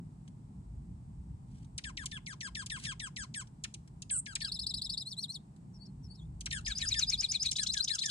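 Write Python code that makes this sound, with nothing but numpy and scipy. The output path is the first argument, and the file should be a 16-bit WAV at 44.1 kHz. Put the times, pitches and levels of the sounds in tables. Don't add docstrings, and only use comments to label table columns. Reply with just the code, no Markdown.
import sys
import numpy as np
from scipy import signal
from scipy.fft import rfft, irfft, next_fast_len
from scipy.io import wavfile
from scipy.ndimage import uniform_filter1d

SR = 44100
rng = np.random.default_rng(int(sys.argv[2]) if len(sys.argv) > 2 else 0)


def store_pcm(level_fs):
    pcm = np.round(np.clip(level_fs, -1, 1) * 32767).astype(np.int16)
    wavfile.write(sys.argv[1], SR, np.atleast_2d(pcm).T)


N = 357210

# frequency in Hz, relative level in dB per Hz.
RUMBLE_SPECTRUM = [(12, -62.5), (20, -39.5), (49, 3.5), (85, -3.5), (129, -2), (196, -7), (298, -21.5),
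                   (534, -43), (857, -34.5), (1410, -49.5), (3260, -58.5), (5230, -57.5), (6360, -59),
                   (8170, -51), (15500, -87)]
# time in seconds, level in dB.
DEEP_SWELL = [(0.0, -59.5), (1.08, -46.5), (2.59, -57), (2.8, -47), (3.07, -60.5), (4.56, -56), (4.65, -43),
              (5.07, -67), (6.75, -45.5), (8.1, -65.5)]
# time in seconds, level in dB.
UPPER_SWELL = [(0.0, -49.5), (3.92, -54), (6.72, -51), (8.1, -58.5)]
# frequency in Hz, likeness (1 same, 0 unrelated, -1 opposite).
LIKENESS = [(30, 0.9435), (150, 1), (300, 0.804), (550, 0.25), (800, -0.422), (1500, -0.34), (8000, 0.34)]
# start in seconds, level in dB before colouring.
PECKS = [(0.278, -55.5), (1.646, -61), (3.472, -56.5), (3.876, -57), (5.563, -62.5), (6.609, -54)]
# start in seconds, length in seconds, level in dB before colouring.
FLUTTERS = [(1.452, 0.238, -78.5), (2.781, 0.0588, -55), (2.825, 0.052, -52), (6.665, 0.33, -62)]
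# start in seconds, level in dB, length in ms.
TICKS = [(1.778, -33, 16.6), (2.056, -32.5, 11.67), (2.66, -37.5, 10.3), (2.836, -39, 16.6),
         (3.637, -31, 19.83), (3.739, -38.5, 10.8), (4.019, -38, 9.73), (4.352, -29, 15.86),
         (6.406, -36.5, 9.23), (6.457, -32, 18.3), (7.459, -32, 10), (7.512, -28, 11.1)]
# start in seconds, level in dB, length in ms, pitch after the dive in Hz,
# sag along the shelf as a share of that pitch.
TEWS = [(1.837, -38.5, 73.7, 1883, 0.183), (1.969, -38.5, 84.1, 1980, 0.19),
        (2.112, -41.5, 77.6, 1810, 0.0857), (2.261, -41, 87, 2250, 0.323), (2.405, -38, 88.4, 1975, .21),
        (2.548, -38, 92.9, 1916, .19), (2.697, -36.5, 89.5, 1960, 0.212), (2.847, -35.5, 90.96, 1925, .19),
        (2.995, -38.5, 95.1, 1960, 0.214), (3.161, -38.5, 94.5, 1982, 0.235),
        (3.339, -39, 92.7, 1930, 0.216), (4.094, -43.5, 88.6, 1740, 0.1744),
        (4.257, -42.5, 86.2, 1745, 0.1195), (4.402, -41, 89, 1847, 0.1418), (6.505, -36.5, 96, 1887, 0.119),
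        (6.523, -39.5, 72, 1854, .18), (6.658, -36, 72.7, 1890, 0.125), (6.81, -35, 55.2, 1863, 0.0472),
        (6.936, -35.5, 74.9, 1802, 0.0292), (7.577, -40, 76, 1790, 0.0746),
        (7.733, -40, 84.4, 1770, 0.1087), (7.885, -39, 88.2, 1880, 0.1306),
        (8.025, -38, 85.3, 1850, 0.0786)]
# level in dB, before each note's own changes.
TEW_OVERTONES = [-4.5, -9.5, -13, -10.5, -18, -16.5, -16.5]
# first second, time scale of the dive in ms, last pitch in Hz,
# overtone boost in dB, growth of that boost in dB per second.
BOUTS = [(1.75, 8.3, 983.7, -7.5, 4), (4.0, 10.25, 1220, -6, 4.5), (6.4, 11, 1256, -4.5, 4)]
# frequency in Hz, gain in dB.
SCOLD_THROAT = [(3500, 0), (5300, -1.5), (8500, 5), (9600, 2), (11000, -10.5)]

# (start, length in ms; from, to in Hz; dB; peak share; hoarse share).
LEAD_IN = [(0, 9.7, 3510, 5145, -31.5, 0.55, .04), (8, 11, 5230, 3608, -35, 0.39, .04)]
# (columns as above: ms, ms, Hz, Hz, dB, share, share).
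TWITTER = [(1.0095, 10, 3500, 5200, 4, .6, 0.033), (8, 11, 5200, 3500, -1.5, .35, .045),
           (15, 32, 4650, 5400, -7.5, 0.585, .02), (36.56, 28.15, 4350, 3400, -3, 0.43, .022)]
# (columns as above: ms, ms, Hz, Hz, dB, share, share).
SLUR = [(0, 41, 3800, 4500, -0.5, 0.538, .008), (29, 36, 5950, 5800, -6.5, 0.57, 0.023),
        (54, 25, 5900, 3750, -1.5, 0.784, 0.04), (72.15, 22, 4000, 3200, -1.5, 0.2, .018)]
# (columns as above: ms, ms, Hz, Hz, dB, share, share).
WARBLE = [(-4, 49, 6000, 5120, 0, 0.373, 0.0262), (53.5, 72, 4300, 4700, 0.5, .42, 0.0083),
          (114.5, 21.36, 4300, 6300, 2, 0.68, 0.073), (126.5, 38.7, 4500, 4200, -7, .25, 0.011)]
# (columns as above: ms, ms, Hz, Hz, dB, share, share).
LAST_NOTE = [(0, 40, 4100, 3450, -58, 0.76, 0.011), (24, 63.7, 3200, 3645, -58, 0.36, .012)]
# (columns as above: ms, ms, Hz, Hz, dB, share, share).
WHIP = [(0, 8.88, 3700, 4900, -15.5, 0.89, .02), (3.5, 35, 4750, 5250, 2, 0.835, 0.0144),
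        (32, 9, 7800, 5100, 5, 0.547, 0.0292), (34, 56, 4500, 5600, -12.5, 0.201, .36),
        (52, 23.42, 2250, 2550, -6, 0.443, 0.0498), (54, 38, 4700, 3330, 2, 0.545, 0.0122)]
# (columns as above: ms, ms, Hz, Hz, dB, share, share).
CHIP_RISE = [(0.997, 20, 3150, 5200, 3, 0.381, 0.0605), (4.015, 20, 4400, 7700, -3, .38, 0.14945),
             (16, 21.5, 3200, 4100, -5, 0.5, .02), (29.03, 21.45, 3830, 4250, 6, 0.474, 0.0097),
             (50.17, 30, 4500, 5500, -3, 0.577, 0.015), (72.46, 15, 8600, 4900, 4, 0.547, .11)]
# frequency in Hz, gain in dB.
SONG_THROAT = [(2800, -13.5), (3500, -1.5), (5400, 2.5), (6200, -19), (7300, 3)]

# delay to the left port in ms, delay to the right port in ms, level in dB
ECHOES = [(1.35, .97, -15.5), (2.2, 1.72, -14.5), (2.9, 2.45, -7.5), (4.05, 3.65, -12), (7.4, 9.8, -28)]
# frequency in Hz, gain in dB.
MICROPHONE = [(900, -7.5), (1700, -3.5), (4500, 0), (6000, 0), (8500, -1), (10000, -1.5), (11700, -18),
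              (14500, -11), (16000, -36)]
# frequency in Hz, gain in dB.
RIGHT_PORT = [(900, -2.5), (1400, -8.5), (1780, -15.5), (2300, -0.5), (4000, -3), (8000, 0)]


def amp(db):
    return 10 ** (np.asarray(db) / 20)


def evened(x):
    return x / np.sqrt(np.mean(x ** 2) + 1e-20)


def read(points, hz):
    f, value = np.transpose(points)
    return np.interp(np.log(hz + 1), np.log(f + 1), value)


def add(mix, s, sound):
    part = mix[max(round(s * SR), 0):][:len(sound)]
    part += sound[:len(part)]


def colour(x, points):
    hz = np.fft.rfftfreq(2 * N, 1 / SR)
    return irfft(rfft(x, 2 * N) * amp(read(points, hz)))[:N]


def wander(count, hz):
    size = next_fast_len(max(count, SR // 10))
    f = np.fft.rfftfreq(size, 1 / SR)
    spectrum = rfft(rng.standard_normal(size)) / (1 + (f / hz) ** 2) ** 2
    return evened(irfft(spectrum, size))[:count]


def rumble(swing_db=3.0, total_db=-42):
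    hz = np.fft.rfftfreq(N, 1 / SR)
    a, b = rfft(rng.standard_normal((2, N)))
    same = np.clip(read(LIKENESS, hz), -1, 1)
    right = same * a + np.sqrt(1 - same ** 2) * b
    noise = np.array([a, right]) * amp(read(RUMBLE_SPECTRUM, hz))
    noise *= amp(total_db) / irfft(noise, N).std()
    deep = 1 / (1 + (hz / 110) ** 8)
    bass = 1 / (1 + (hz / 400) ** 8)
    out = irfft(noise * (1 - bass), N)
    t = np.arange(N) / SR
    for band, curve, lumps_db in ((deep, DEEP_SWELL, swing_db), (bass - deep, UPPER_SWELL, swing_db / 2)):
        lumpy = evened(irfft(noise * band, N) * amp(lumps_db * wander(N, 15.0)))
        out += lumpy * amp(np.interp(t, *np.transpose(curve)))
    return out


def rustles(peck_decay_s=0.00255, wing_hz=24):
    out = np.zeros(N)
    t = np.arange(2000) / SR
    for s, db in PECKS:
        add(out, s, amp(db) * np.exp(-t / peck_decay_s) * rng.standard_normal(len(t)))
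    for s, length, db in FLUTTERS:
        u = np.arange(0, length, 1 / SR)
        beat_db = 1.1 * np.sin(2 * np.pi * wing_hz * u)
        beats = amp(db + beat_db + 4.5 * wander(len(u), 250))
        add(out, s, beats * signal.windows.tukey(len(u), .5) * rng.standard_normal(len(u)))
    return colour(out, [(500, -20.5), (1500, 7.5), (4000, 5.0), (6500, 2.5), (9000, 4.0), (14000, -14)])


def tone(hz, level_db, overtones_db, jitter=0.0063, hoarse=0, shimmer_db=1.5):
    count = len(hz)
    hz = hz * (1 + jitter * wander(count, 450) + hoarse * wander(count, 2603))
    phase = 2 * np.pi * np.cumsum(hz) / SR
    wave = np.sin(phase)
    for k, db in enumerate(overtones_db, 2):
        audible = k * hz < SR / 2
        wave = wave + amp(db + 2 * wander(count, 27)) * np.sin(k * phase) * audible
    ends = signal.windows.tukey(count, min(90 / count, 1))
    return wave * ends * amp(level_db + shimmer_db * wander(count, 110))


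def ticks(top_hz=14000, halving_ms=1.75, attack_ms=2.04, onset_db=-15, end_db=-15, hoarse=0.092):
    out = np.zeros(N)
    for s, db, length in TICKS:
        ms = np.arange(0, length, 1000 / SR)
        level = np.interp(ms, [0, attack_ms, length], [onset_db, 0, end_db])
        hz = top_hz / (1 + ms / halving_ms)
        add(out, s, tone(hz, db + level, [-6, -15], hoarse=hoarse))
    return out


def glide(rows):
    ms, hz, db = np.transpose(rows)
    t = np.arange(0, max(ms[-1] - ms[0], 3), 1000 / SR) + ms[0]
    ordered_ms = np.maximum.accumulate(ms)
    return [uniform_filter1d(np.interp(t, ordered_ms, curve), size=50) for curve in (hz, db)]


def tews(top_hz=7500, knee=0.69, dive_db=2, body_db=-2, knee_db=-1, end_db=-17, pure_db=-9, spread_db=2.5):
    out = np.zeros(N)
    for s, db, length, shelf_hz, sag in TEWS:
        since, dive, end_hz, first_db, growth = [bout for bout in BOUTS if bout[0] <= s][-1]
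        knee_hz = shelf_hz * (1 - sag)
        rich_db = first_db + growth * (s - since)
        hz, level = glide([
            (0, top_hz, -16),
            (.2 * dive, 0.79 * top_hz, -5),
            (0.52 * dive, 4200, dive_db),
            (0.87 * dive, 2450, dive_db),
            (1.25 * dive, shelf_hz, body_db),
            (.33 * length, .6 * knee_hz + .4 * shelf_hz + 45, body_db),
            (knee * length, knee_hz, knee_db),
            (.88 * length, 1.08 * end_hz, -4.5),
            (length, end_hz, end_db)])
        purity = pure_db * np.clip(np.log2(hz / shelf_hz), 0, 2)
        overtones = [h + rich_db + spread_db * (rng.standard_normal() - 1) + purity
                     for h in TEW_OVERTONES]
        strain = np.clip(hz / shelf_hz - 1, 0, 1)
        add(out, s, tone(hz, db + level, overtones, hoarse=0.0136 + 0.0545 * strain))
    return out


def buzz(s=4.103, length_s=0.1034, centre_hz=8300, swing_hz=470, beat_hz=79, flutter_hz=640,
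         depth_hz=380, db=-37.5):
    t = np.arange(0, length_s, 1 / SR)
    slow = np.cos(2 * np.pi * beat_hz * t)
    fast_rate = flutter_hz * (1 + 0.2 * wander(len(t), 200))
    fast = np.sin(2 * np.pi * np.cumsum(fast_rate) / SR)
    note = tone(centre_hz - swing_hz * slow + depth_hz * fast, db, [-24], jitter=0.019)
    out = np.zeros(N)
    add(out, s, note * signal.windows.tukey(len(t), .2))
    return out


def syllable(figure, s, db, overtones_db, onset_db=-15.5, end_db=-14.5, hiss_db=-22):
    out = np.zeros(N)
    for start_ms, length_ms, from_hz, to_hz, peak_db, peak_at, hoarse in figure:
        u = np.linspace(0, 1, round(max(length_ms, 3) * SR / 1000))
        swell = np.interp(u, [0, np.clip(peak_at, .05, .95), 1], [onset_db, 0, end_db])
        level = db + peak_db + swell
        hz = from_hz * (to_hz / from_hz) ** u
        stroke = tone(hz, level, overtones_db, jitter=0.009, hoarse=hoarse)
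        hiss = amp(level + hiss_db) * np.gradient(rng.standard_normal(len(u)))
        add(out, s + start_ms / 1000, stroke + hiss)
    return out


def trill(figure, start_s, count, period_ms, slowing_ms, first_db, full_db, last_db, overtones_db, rise=1):
    k = np.arange(count)
    times = start_s + (period_ms * k + slowing_ms * k * (k - 1) / 2) / 1000
    levels = np.interp(k, [0, rise, count - 1], [first_db, full_db, last_db])
    return sum(syllable(figure, s, db, overtones_db) for s, db in zip(times, levels))


def first_song():
    return (syllable(LEAD_IN, s=4.414, db=0.5, overtones_db=[-15.5, -23])
            + trill(TWITTER, start_s=4.4424, count=8, period_ms=71.8, slowing_ms=1.2,
                    first_db=-33.5, full_db=-32.0, last_db=-30.5, overtones_db=[-18, -26])
            + trill(SLUR, start_s=5.052, count=3, period_ms=114.77, slowing_ms=0,
                    first_db=-35, full_db=-32.0, last_db=-35.0, overtones_db=[-15, -23.5])
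            + syllable(WARBLE, s=5.735, db=-56.5, overtones_db=[-26])
            + syllable(WARBLE, s=6.028, db=-56.5, overtones_db=[-15])
            + syllable(LAST_NOTE, s=6.17, db=-1, overtones_db=[-13.5]))


def second_song():
    return (trill(WHIP, start_s=6.6452, count=8, period_ms=103, slowing_ms=1.3,
                  first_db=-34.5, full_db=-27.5, last_db=-29.0, rise=3.17, overtones_db=[-18, -30])
            + trill(CHIP_RISE, start_s=7.449, count=7, period_ms=104.5, slowing_ms=.9,
                    first_db=-37.0, full_db=-30.5, last_db=-32.0, overtones_db=[-18.5, -23]))


def yard(x, lag_ms, spread, scatter_db, far_db, scatter_t60=0.0284, far_t60=0.241):
    size = next_fast_len(N + SR, real=True) // 2 * 2
    hz = np.fft.rfftfreq(size, 1 / SR)
    t = np.arange(SR // 2) / SR

    def delay(ms):
        return np.exp(-2j * np.pi * hz * ms / 1000)

    paths = np.array([1 + sum(amp(row[2]) * delay(row[side] * spread) for row in ECHOES)
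                      for side in (0, 1)])
    paths[1] *= delay(lag_ms)
    for db, t60 in ((scatter_db, scatter_t60), (far_db, far_t60)):
        fade = np.exp(-np.log(1000) * t / t60)
        tail = rng.standard_normal((2, len(t))) * fade * (t > .002)
        paths += amp(db) * rfft(tail / np.linalg.norm(tail[0]), size)
    paths[1] *= amp(read(RIGHT_PORT, hz))
    return irfft(rfft(x, size) * paths * amp(read(MICROPHONE, hz)))[:, :N]


def scene():
    scolds = colour(tews() + ticks() + buzz(), SCOLD_THROAT) + rustles()
    first = colour(first_song(), SONG_THROAT)
    return (yard(scolds, lag_ms=0.26985, spread=0.9472, scatter_db=0, far_db=-15.5)
            + yard(first, lag_ms=0.036, spread=1.0, scatter_db=-1.5, far_db=-21.5)
            + yard(second_song(), lag_ms=0.03414, spread=1.08, scatter_db=-4.5, far_db=-14)
            + rumble())


def record(dry, edge_hz=15700):
    low_pass = signal.firwin(511, edge_hz, window=("kaiser", 9), fs=SR)
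    return signal.oaconvolve(dry, low_pass[None], "same")


dry = scene()
out = record(dry)
store_pcm(out)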